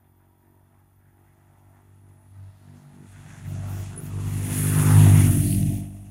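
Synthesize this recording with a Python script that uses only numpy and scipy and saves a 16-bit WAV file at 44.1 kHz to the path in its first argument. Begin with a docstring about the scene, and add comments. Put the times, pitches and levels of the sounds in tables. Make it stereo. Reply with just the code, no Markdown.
"""The edge of a hill road, a stereo microphone on the verge, insects singing faintly around it.
Two single-cylinder motorcycles round a far bend and pass close by in opposite directions,
moments apart, about five seconds in. Their exhausts, each a stack of orders (multiples of the
firing rate), throb against each other. Engine clatter, ticking valves and the hiss of chain
and tyres swell as they go by, and the sound drops quickly once they are past."""
import sys
import numpy as np
from scipy import signal
from scipy.fft import rfft, irfft, next_fast_len
from scipy.io import wavfile
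from scipy.ndimage import map_coordinates

SR = 44100
rng = np.random.default_rng(int(sys.argv[2]) if len(sys.argv) > 2 else 0)


def store_pcm(level_fs):
    """Save levels as 16-bit WAV."""
    pcm = np.round(np.clip(level_fs, -1, 1) * 32767).astype(np.int16)
    wavfile.write(sys.argv[1], SR, np.atleast_2d(pcm).T)


N = 269053
TIME = np.arange(N) / SR
LEAVE_S, LEAVE_SPAN_S = 5.83, .03  # the bikes have gone by


def amp(db):
    return 10 ** (np.asarray(db) / 20)


def unit_rms(x):
    return x / np.sqrt(np.mean(x ** 2) + 1e-20)


def curves(rows):
    """The columns of a timed table, joined by straight lines at every sample."""
    times, *columns = np.transpose(rows)
    return [np.interp(TIME, times, column) for column in columns]


def step(s, span):
    """A soft change from 0 to 1 around a moment."""
    return .5 + .5 * np.tanh((TIME - s) / span / 2)


def arch(s, length):
    """Half a sine from a start, silent elsewhere."""
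    return np.sin(np.pi * np.clip((TIME - s) / length, 0, 1))


def add(mix, s, sound):
    part = mix[:, round(s * SR):][:, :sound.shape[1]]
    part += sound[:, :part.shape[1]]


def panned(x, left_db):
    """Tilts a sound to the left and keeps the level of the middle."""
    sides = amp(np.array([[.5], [-.5]]) * left_db)
    return x * sides / sides.mean(0)


def wander(hz):
    """A smooth random drift of unit size that changes about hz times a second."""
    size = 4096
    rates = np.fft.rfftfreq(size, TIME[-1] / size)
    slow = irfft(rfft(rng.standard_normal(size)) * np.exp(-(rates / hz) ** 2), size)
    return np.interp(TIME, np.linspace(0, TIME[-1], size), unit_rms(slow))


def noise(colour, alike, count=N):
    """Stereo noise of a given spectrum; alike is the share of power common to both channels."""
    size = next_fast_len(count)
    hz, db = np.transpose(colour)
    log_bins = np.log(np.fft.rfftfreq(size, 1 / SR) + 1)
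    gain = amp(np.interp(log_bins, np.log(hz), db, left=-70, right=-70))
    streams = irfft(rfft(rng.standard_normal((3, size))) * gain, size)[:, :count]
    return unit_rms(np.sqrt(alike) * streams[0] + np.sqrt(1 - alike) * streams[1:])


def band(hz, octaves):
    """One second of noise in a rounded band, 18 dB down that many octaves to either side."""
    colour = [(hz * 2 ** (u * octaves), -18 * u * u) for u in np.linspace(-1.5, 1.5, 13)]
    return noise(colour, alike=.55, count=SR)


def passing(s, width, db, fall_db, drop_db, bend_db=0, hold=0):
    """Level in dB of a source closest at s: it loses fall_db per tenfold distance and drops on leaving."""
    along = np.maximum(abs(TIME - s) - hold / 2, 0) / width  # in units of the closest distance
    in_bend = 1 - step(3.07, .05)
    screened_db = bend_db * in_bend + drop_db * step(LEAVE_S, LEAVE_SPAN_S)
    return db - fall_db * np.log10(np.hypot(1, along)) - screened_db


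def puffs(cycles, depth, length, uneven=0):
    """A gain that jumps at each cycle, by uneven amounts if asked, and decays within the cycle."""
    strength = np.exp(uneven * np.clip(rng.standard_normal(1024), -2, 2))[cycles.astype(int)]
    return unit_rms(1 + depth * strength * np.exp(-(cycles % 1) / length))


def order(k, cycles, hz, pipe_hz=150, rough=.022, chambers=5, smeared=1):
    """One exhaust harmonic: it lags through the silencer's chambers and shakes with uneven burning."""
    ratio = k * hz / pipe_hz
    lag = chambers * np.arctan2(ratio / 2, 1 - ratio ** 2)
    # reflections in the silencer and off the road smear the upper orders over the cycle
    smear = smeared * np.clip(k - 3, 0, 2) * rng.uniform(-np.pi, np.pi) / 2
    phase = 2 * np.pi * k * cycles - lag + smear
    shake = min(rough * k, 1)
    return np.sqrt(2) * (1 + shake * wander(26)) * np.sin(phase + shake * wander(6))


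def verge():
    """Around the microphone: still air, a fading insect song, a short trill, sizzles and chirps."""
    # spectra of air, insects and sizzle: (frequency [Hz], level [dB])
    air_colour = [(20, -7), (60, 12), (150, 2), (300, -16.5), (500, -28), (900, -4.5), (2000, -38),
                  (3100, -29), (3450, -17), (3700, -32), (5000, -28), (8000, -38), (10400, -12),
                  (12500, -58), (16500, -42)]
    insect_colour = [(12800, -64), (13500, -9), (13850, 11), (14150, 2), (14700, -50)]
    sizzle_colour = [(8000, -32), (9800, -1), (12000, -6), (13000, 6), (16500, -4)]
    # the insect song's fade: (time [s], level [dB])
    insect_fade = [(0, -72), (1, -74.5), (2, -76.5), (3.2, -79)]
    # bursts of fine sizzle: (start [s], length [s], level [dB])
    bursts = [(3.44, .11, -57), (3.658, 0.11, -52), (3.737, 0.11, -53), (3.983, 0.13, -51), (4.22, .2, -53),
              (5.68, .14, -50)]
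    # sharp high chirps: (start [s], peak [dB], pitch [Hz], length [s])
    calls = [(3.959, -40.5, 10080, .011), (3.975, -30.5, 9940, 0.0099), (3.985, -32, 10000, 0.007),
             (3.992, -37, 10120, .007), (4.001, -39, 9900, 0.0042), (5.194, -26, 9650, 0.0093),
             (5.203, -22, 9850, 0.0046), (5.212, -26, 9730, 0.0043)]
    air = amp(-67.5) * noise(air_colour, alike=.97)
    song = amp(curves(insect_fade)[0] + 1.2 * wander(9)) * noise(insect_colour, alike=.23)
    trill = amp(-71) * arch(1.91, .57) * noise([(9300, -25), (9900, 0), (10500, -25)], alike=.45)
    sizzle = noise(sizzle_colour, alike=.4) * sum(amp(db) * arch(s, length) for s, length, db in bursts)
    chirps = sum(amp(db) * arch(s, length) * np.sin(2 * np.pi * hz * TIME) for s, db, hz, length in calls)
    return panned(air, 6) + song + trill + panned(sizzle, 8.4) + panned(chirps, 6.4)


def ticks(rows, octaves, decay_s=.002):
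    """Tiny impacts, each a band of noise that dies at once."""
    out = np.zeros((2, N))
    for s, db, hz in rows:
        add(out, s, amp(db) * np.exp(-TIME[:SR] / decay_s) * band(hz, octaves))
    return out


def grit():
    """Grit clicks on the road."""
    # clicks: (time [s], level [dB], centre [Hz])
    clicks = [(.612, -54, 800), (3.305, -48, 1700), (3.31, -47, 1700), (3.344, -48, 1800),
              (3.623, -46, 1500), (4.448, -37, 1800), (4.896, -29, 1400), (4.906, -27, 1400),
              (5.032, -30, 2700), (5.551, -39, 1500)]
    return ticks(clicks, octaves=1)


def valves(centre_hz=2900):
    """Valves tick to the right of the microphone as the engine goes by."""
    # valve strikes: (time [s], level [dB])
    strikes = [(5.506, -36), (5.527, -35), (5.547, -36), (5.629, -37), (5.671, -41), (5.694, -45),
               (5.712, -46), (5.753, -45), (5.794, -47), (5.834, -52)]
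    return panned(ticks([(s, db, centre_hz) for s, db in strikes], octaves=1.1), left_db=-6)


def quieter_bike(swell_db):
    """A slower engine with sharper puffs that shifts gear, pulls briefly and eases off."""
    # engine speed: (time [s], firing rate [Hz])
    speed = [(0, 44.5), (2.2, 45.6), (2.95, 47), (3.08, 37.5), (3.55, 43.2), (4.1, 42.3), (5.35, 38.4),
             (6.1, 37.6)]
    # exhaust harmonics: (order, level [dB])
    harmonics = [(1, -20), (2, -17), (3, -4.5), (4, -4.5), (5, -14), (6, -23), (7, -20.5), (8, -20),
                 (9, -29), (10, -33)]
    hz, = curves(speed)
    cycles = np.cumsum(hz) / SR
    tone = sum(amp(db) * order(k, cycles, hz, pipe_hz=140, rough=.025, chambers=2, smeared=0)
               for k, db in harmonics)
    return tone * amp(passing(5.3, width=.35, db=-21.5, fall_db=37, drop_db=15, bend_db=9) + swell_db)


def chain_and_tyres(cycles, swell_db):
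    """Chain and tyres hiss, pulsing lightly with the engine; their top fizz carries least far."""
    # spectra of hiss and fizz: (frequency [Hz], level [dB])
    hiss_colour = [(6500, -37), (8200, -11), (9300, -4.5), (10500, -1.3), (11300, -4.7), (12500, -19),
                   (14000, -32), (16500, -40)]
    fizz_colour = [(11000, -20), (12000, 0), (14000, -2), (16500, -5)]
    hiss_db = passing(5.06, hold=.86, width=.115, db=-31.2, fall_db=30.5, drop_db=6)
    fizz_db = passing(5.06, hold=.88, width=.115, db=-39.5, fall_db=36, drop_db=4.5)
    hiss = noise(hiss_colour, alike=.27) * amp(hiss_db) + noise(fizz_colour, alike=.2) * amp(fizz_db)
    return hiss * puffs(cycles, depth=.19, length=.3, uneven=.6) * amp(swell_db + .6 * wander(30))


def crank_rasp(cycles, swell_db):
    """A bright rasp at each crank turn, twice per firing."""
    # its spectrum: (frequency [Hz], level [dB])
    colour = [(1200, -21), (1900, 0), (2250, -2.5), (2700, 2.5), (3120, -5), (3450, -1), (3700, -7.5),
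              (4200, -6.5), (4800, -8.5), (5800, -4.5), (6900, 0.5), (8000, -4.5), (10000, -4)]
    rasp = noise(colour, alike=.33) * puffs(2 * cycles, depth=.35, length=.23, uneven=.4)
    level_db = passing(5.02, width=.46, db=-35, fall_db=41, drop_db=11.5, bend_db=5.5)
    return rasp * amp(level_db + swell_db + 1.1 * wander(24))


def rattles(cycles):
    """Brief rattles and hisses that throb with the crank."""
    # noise surges: (start [s], length [s], level [dB], centre [Hz], half width [octaves])
    surges = [(0, .9, -73, 950, .09), (.17, .1, -73, 1500, .8), (.72, .15, -69.5, 880, .8),
              (.76, .09, -74, 1650, .7), (.95, .24, -72, 1550, .7), (1.24, .11, -70.5, 1700, .8),
              (1.45, .3, -66, 800, .6), (1.68, .17, -63.5, 850, .8), (1.72, .09, -70, 1650, .6),
              (2.2, 1, -73, 4000, .8), (2.95, .95, -68, 3500, .45), (2.73, .12, -69, 6300, .6),
              (3.05, .11, -63, 8600, .25), (3.11, .11, -58, 1600, .6), (3.2, .32, -55.5, 1700, .5),
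              (3.27, .15, -60, 6500, .4), (3.4, .5, -53.5, 660, .35), (3.44, .04, -53, 1900, .4),
              (3.5, .4, -55, 1350, .7), (3.49, .13, -58, 6500, .4), (3.67, .22, -56, 6000, .5),
              (3.68, .04, -53, 10200, .25), (3.69, .035, -47, 850, .9), (3.9, .16, -57, 1350, .5),
              (3.99, .11, -51, 9900, .15), (4.03, .42, -52.5, 1100, .4), (4.48, .09, -45, 750, 1.2),
              (4.63, .05, -43, 1300, .7), (4.75, .13, -45, 520, .4), (4.79, .2, -35.5, 1350, .55),
              (4.95, .11, -39, 2600, .5), (5.05, .08, -33.5, 690, .12), (5.1, .2, -36, 2000, .55),
              (5.22, .1, -41, 700, .6), (5.38, .24, -46, 4400, .3), (5.71, .06, -52, 760, .3)]
    out = np.zeros((2, N))
    for s, length, db, hz, octaves in surges:
        add(out, s, amp(db) * arch(0, length)[:SR] * band(hz, octaves))
    return panned(out * puffs(2 * cycles, depth=.9, length=.3, uneven=.4), left_db=3.5)


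def road_bounce(x, echo=.33, closest_lag_ms=1.1):
    """The bounce off the road comes later as the bike nears: its notches sweep down, then up again."""
    distance = np.hypot(1, (TIME - 5.03) / .22)  # 1 at the closest point
    late = TIME - closest_lag_ms / distance / 1000
    bounce = np.array([np.interp(late, TIME, channel) for channel in x])
    return (x + echo * bounce) / np.hypot(1, echo)


def tailpipe(cycles, hz):
    """The open pipe picks out a few orders and whistles hollowly."""
    # the whistle: (order, level [dB])
    harmonics = [(11, -8), (12, -13), (13, -6), (14, 0), (15, -8), (16, -12), (17, -13)]
    # its breathy part: (frequency [Hz], level [dB])
    colour = [(400, -18), (480, -27), (540, -14), (590, -9), (680, 2.5), (730, -7), (830, -13), (1100, -29)]
    whistle = unit_rms(sum(amp(db) * order(k, cycles, hz) for k, db in harmonics))
    return .7 * whistle + .7 * noise(colour, alike=.7)


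def engine_clatter(cycles, hz, behind, swell_db):
    """The casing rings and rattles at each firing: more ring from far off, more rattle close by."""
    # casing overtones: (order, level [dB])
    casing = [(12, -18), (13, -12), (14, -12), (15, -14.5), (16, -16), (17, -11), (18, -13), (19, -15),
              (20, -17), (21, -17.5), (23, -22), (25, -22), (27, -21), (28, -19), (38, -21), (41, -21)]
    # spectrum of the rattle: (frequency [Hz], level [dB])
    colour = [(380, -1.5), (520, -7), (700, -.7), (950, -3.7), (1300, 0), (1950, -2.5), (2800, -14.5),
              (4000, -19)]
    ring = np.zeros(N)
    for k, db in casing:
        gain = amp(db + 3 * wander(7))
        ring += gain * np.cos(2 * np.pi * (k * cycles + rng.random()) + .4 * wander(12))
    rattle = noise(colour, alike=.55) * puffs(cycles, depth=.95, length=.3, uneven=.4)
    ring_share = np.interp(TIME, [1.8, 3.1, 4.2, 4.7], [.6, .3, .27, .14])
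    clatter = np.sqrt(1 - ring_share) * rattle + np.sqrt(ring_share) * unit_rms(ring)
    # from behind the tailpipe takes over, until the rock face throws the clatter back
    pipe_share = np.clip(.95 * behind ** 1.58 - .35 * step(LEAVE_S, LEAVE_SPAN_S), 0, 1)
    clatter = np.sqrt(1 - pipe_share) * clatter + np.sqrt(pipe_share) * tailpipe(cycles, hz)
    level_db = passing(5.02, width=.22, db=-31.1, fall_db=32, drop_db=5.5)
    return road_bounce(clatter) * amp(level_db + swell_db + 1.2 * wander(12))


def exhaust_chuff(cycles, level_db):
    """Each firing pushes out a puff of low noise."""
    # its spectrum: (frequency [Hz], level [dB])
    colour = [(25, -13), (60, 1), (130, 0.5), (300, 4), (420, -23), (600, -30), (1000, -31)]
    return amp(level_db) * noise(colour, alike=.15) * puffs(cycles, depth=.98, length=.22)


def exhaust_bark(cycles, hz, level_db, behind):
    """The middle orders change colour as the bike nears and sharpen once the pipe points back."""
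    # the bark by position: (order, far off [dB], down the straight [dB], alongside [dB], behind [dB])
    harmonics = [(4, -28, -8, -7.5, -.5), (5, -5, -4, -2.5, -10), (6, -9, -16.5, -11, -5.5),
                 (7, -5.5, -15.5, -13.5, -17), (8, -10.5, -20, -16, -31), (9, -17, -24, -24, -48),
                 (10, -23, -32, -23.5, -55), (11, -32, -36, -30, -38)]
    # brighter moments: (start [s], length [s], tilt [dB per order])
    bright = [(3.74, .12, 4), (3.92, .13, 5.5), (4.1, .15, 4.5)]
    straight = np.interp(TIME, [1.9, 2.7], [0, 1])
    beside = np.interp(TIME, [4.15, 4.45], [0, 1])
    tilt_db = sum(db * arch(s, length) for s, length, db in bright)
    bark = np.zeros(N)
    for k, far_db, straight_db, beside_db, behind_db in harmonics:
        colour_db = far_db + straight * (straight_db - far_db)
        colour_db += beside * (beside_db - straight_db) + behind * (behind_db - beside_db)
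        colour_db += tilt_db * (min(k, 8) - 6)
        fading_db = 1.3 * wander(5)  # echoes from the rock face fade each order in and out
        bark += amp(level_db + colour_db + fading_db) * order(k, cycles, hz, smeared=1 - behind)
    return bark


def exhaust(cycles, hz, behind, boom_swell, drone_swell, bark_swell, boom_left_db, bark_left_db):
    """The louder bike's silencer: thud, boom and drone on orders 1 to 3, with chuff and bark."""
    thud_db = passing(5.22, hold=.12, width=.45, db=-33.5, fall_db=36, drop_db=8, bend_db=8.5)
    boom_db = passing(5.1, width=.2, db=-13, fall_db=34, drop_db=6, bend_db=1.5)
    drone_db = passing(5.04, width=.22, db=-15.5, fall_db=40, drop_db=10, bend_db=1)
    bark_db = passing(5.2, width=.46, db=-23.7, fall_db=44.5, drop_db=10)
    thud_db += .55 * boom_swell
    boom_db += boom_swell + .7 * wander(6)
    drone_db += drone_swell + 1.3 * wander(13)
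    chuff = exhaust_chuff(cycles, bark_db + .3 * boom_swell - 9)
    lows = sum(amp(db) * order(k, cycles, hz) for k, db in enumerate([thud_db, boom_db, drone_db], 1))
    bark = exhaust_bark(cycles, hz, bark_db + bark_swell, behind)
    lows *= 1 + .15 * wander(25)
    bark *= 1 + .12 * wander(22)
    return panned(lows + chuff, boom_left_db) + panned(bark, bark_left_db)


def scene():
    """Both bikes over the verge; the left channel's lag follows the louder bike's bearing."""
    # the louder bike's engine speed: (time [s], firing rate [Hz])
    speed = [(0, 46.6), (.7, 47.7), (1.5, 48.5), (3.7, 48.55), (4, 48.9), (4.3, 49.6), (4.6, 50.2),
             (4.95, 50.5), (5.15, 49.2), (5.37, 48.15), (5.65, 48.8), (6.1, 49.7)]
    # brief swells and sags: (start [s], length [s], boom [dB], drone [dB], bark [dB], clatter [dB])
    swells = [(0, .35, 0, 0, 3, 0), (.44, .14, 0, 3, 7, 0), (.86, .3, -1, -1, -3, -2),
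              (1.24, .6, -1, -1, -3, 1.5), (1.87, .73, 1.5, -1, -3.5, -2.5), (2.05, .08, 0, 2, 6, 0),
              (2.29, .07, 0, -9, -3, 0), (2.36, .14, 12, 6, -3, 0), (2.51, .08, 0, -6, -4, 0),
              (2.65, .14, 1, 6, 5, .5), (2.82, .1, -18, 6, -1, -2), (2.95, .1, -6, 7, 8, -2.5),
              (3.07, .1, 0, -8, -6, 1), (3.2, .2, -5, 2.5, -1, 2), (3.45, .17, 11.5, 13, 2, 2.5),
              (3.63, .21, 11, 5, 3.5, 4), (3.84, .07, 5, 0, -5, 1), (3.95, .11, -6, 2, .5, -2.5),
              (4.1, .34, 6, 2, .5, -1.5), (4.47, .11, -1, -2, 3, 3), (4.77, .07, -7, 7, 0, 1),
              (4.96, .04, 0, -4, 0, 0), (5.01, .08, 1.5, 1, 0, 0), (5.1, .04, 0, -7, -1, -1),
              (5.15, .08, 0, 4, 0, 1), (5.25, .07, 0, -3, 0, 0), (5.35, .17, -4, -1, 0, -1),
              (5.58, .16, 1, 3, 2, -1.5)]
    # left channel over right: (time [s], hiss [dB], rasp [dB], bark [dB], boom [dB])
    balance = [(0.0, 3.5, 2.5, 4.5, 5.0), (1.92, 5.5, 2.5, 6.0, 6.0), (2.51, 5.0, 4.0, 3.0, 1.5),
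               (3.01, 6.5, 5.0, 6.0, 5.5), (3.11, 12.5, 7.0, 5.5, 10.0), (3.43, 6.5, 5.5, 7.0, 5.5),
               (3.5, 7.5, 4.5, 3.0, 3.5), (3.8, 10.0, 5.0, 4.0, 3.0), (4.01, 4.0, 6.0, 9.5, 5.5),
               (4.25, 3.5, 5.0, 9.5, 6.0), (4.33, -5.5, 3.5, 4.5, 1.5), (4.57, 6.0, 7.5, 6.5, 9.5),
               (4.67, 5.0, 5.0, 4.0, -0.5), (5.08, 7.5, 2.5, 3.5, 2.5), (5.18, 2.5, 2.5, 3.5, 3.5),
               (5.33, 11.0, 3.0, 0.5, -3.0), (5.49, 4.0, -0.5, 3.5, -1.5), (5.67, -10.5, -8.5, 1.0, -4.0),
               (5.71, -6.0, -9.5, 4.0, -8.5), (5.78, -8.5, -8.0, -0.5, -7.0), (5.95, 3.5, 3.5, 5.5, 6.0),
               (6.1, 3.5, 2.0, 5.0, 5.0)]
    # uneven surges of the treble: (time [s], hiss [dB], rasp [dB])
    treble = [(2.9, -.5, -1), (3.15, 1, .5), (3.85, 1, 1), (3.95, -3, -3), (4.17, -4, -2.5), (4.28, 1, 0),
              (4.33, -.5, 0), (4.37, 3, 1), (4.41, 0, 0), (4.45, 2.5, 1), (4.49, -1.5, 0), (4.56, 1.5, 1),
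              (4.8, 1, .5), (5.1, 0, -.5), (5.5, 0, 0), (5.66, -1.5, -2), (5.86, -2, -3), (6.1, 0, -1)]
    hz, = curves(speed)
    cycles = np.cumsum(hz) / SR
    boom_swell, drone_swell, bark_swell, clatter_swell = sum(
        np.outer(dbs, step(s, span=.017) - step(s + length, span=.017)) for s, length, *dbs in swells)
    hiss_left_db, rasp_left_db, bark_left_db, boom_left_db = curves(balance)
    hiss_db, rasp_db = curves(treble)
    beside = step(4.87, .11)  # the louder bike swings from ahead to the side
    behind = step(5.3, .08)  # then its pipe points back at the microphone
    bikes = exhaust(cycles, hz, behind, boom_swell, drone_swell, bark_swell, boom_left_db, bark_left_db)
    bikes += panned(quieter_bike(.7 * drone_swell), boom_left_db)
    bikes += panned(engine_clatter(cycles, hz, behind, clatter_swell), 3.4 + .06 * rasp_left_db)
    bikes += panned(crank_rasp(cycles, rasp_db + .7 * clatter_swell), rasp_left_db)
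    bikes += panned(chain_and_tyres(cycles, hiss_db + .3 * clatter_swell), hiss_left_db)
    left, right = bikes + rattles(cycles) + grit() + valves()
    lag_ms = -.035 * (1 - beside) + .34 * beside
    left = map_coordinates(left, [np.arange(N) - lag_ms * SR / 1000], order=5, mode="nearest")
    return np.array([left, right]) + verge()


def record(dry):
    """The recorder's band limit: a steep cut of the highest treble."""
    edge_hz = 15850
    lowpass = signal.firwin(511, edge_hz, window=("kaiser", 9), fs=SR)
    return signal.oaconvolve(dry, lowpass[None], "same")


dry = scene()
out = record(dry)
store_pcm(out)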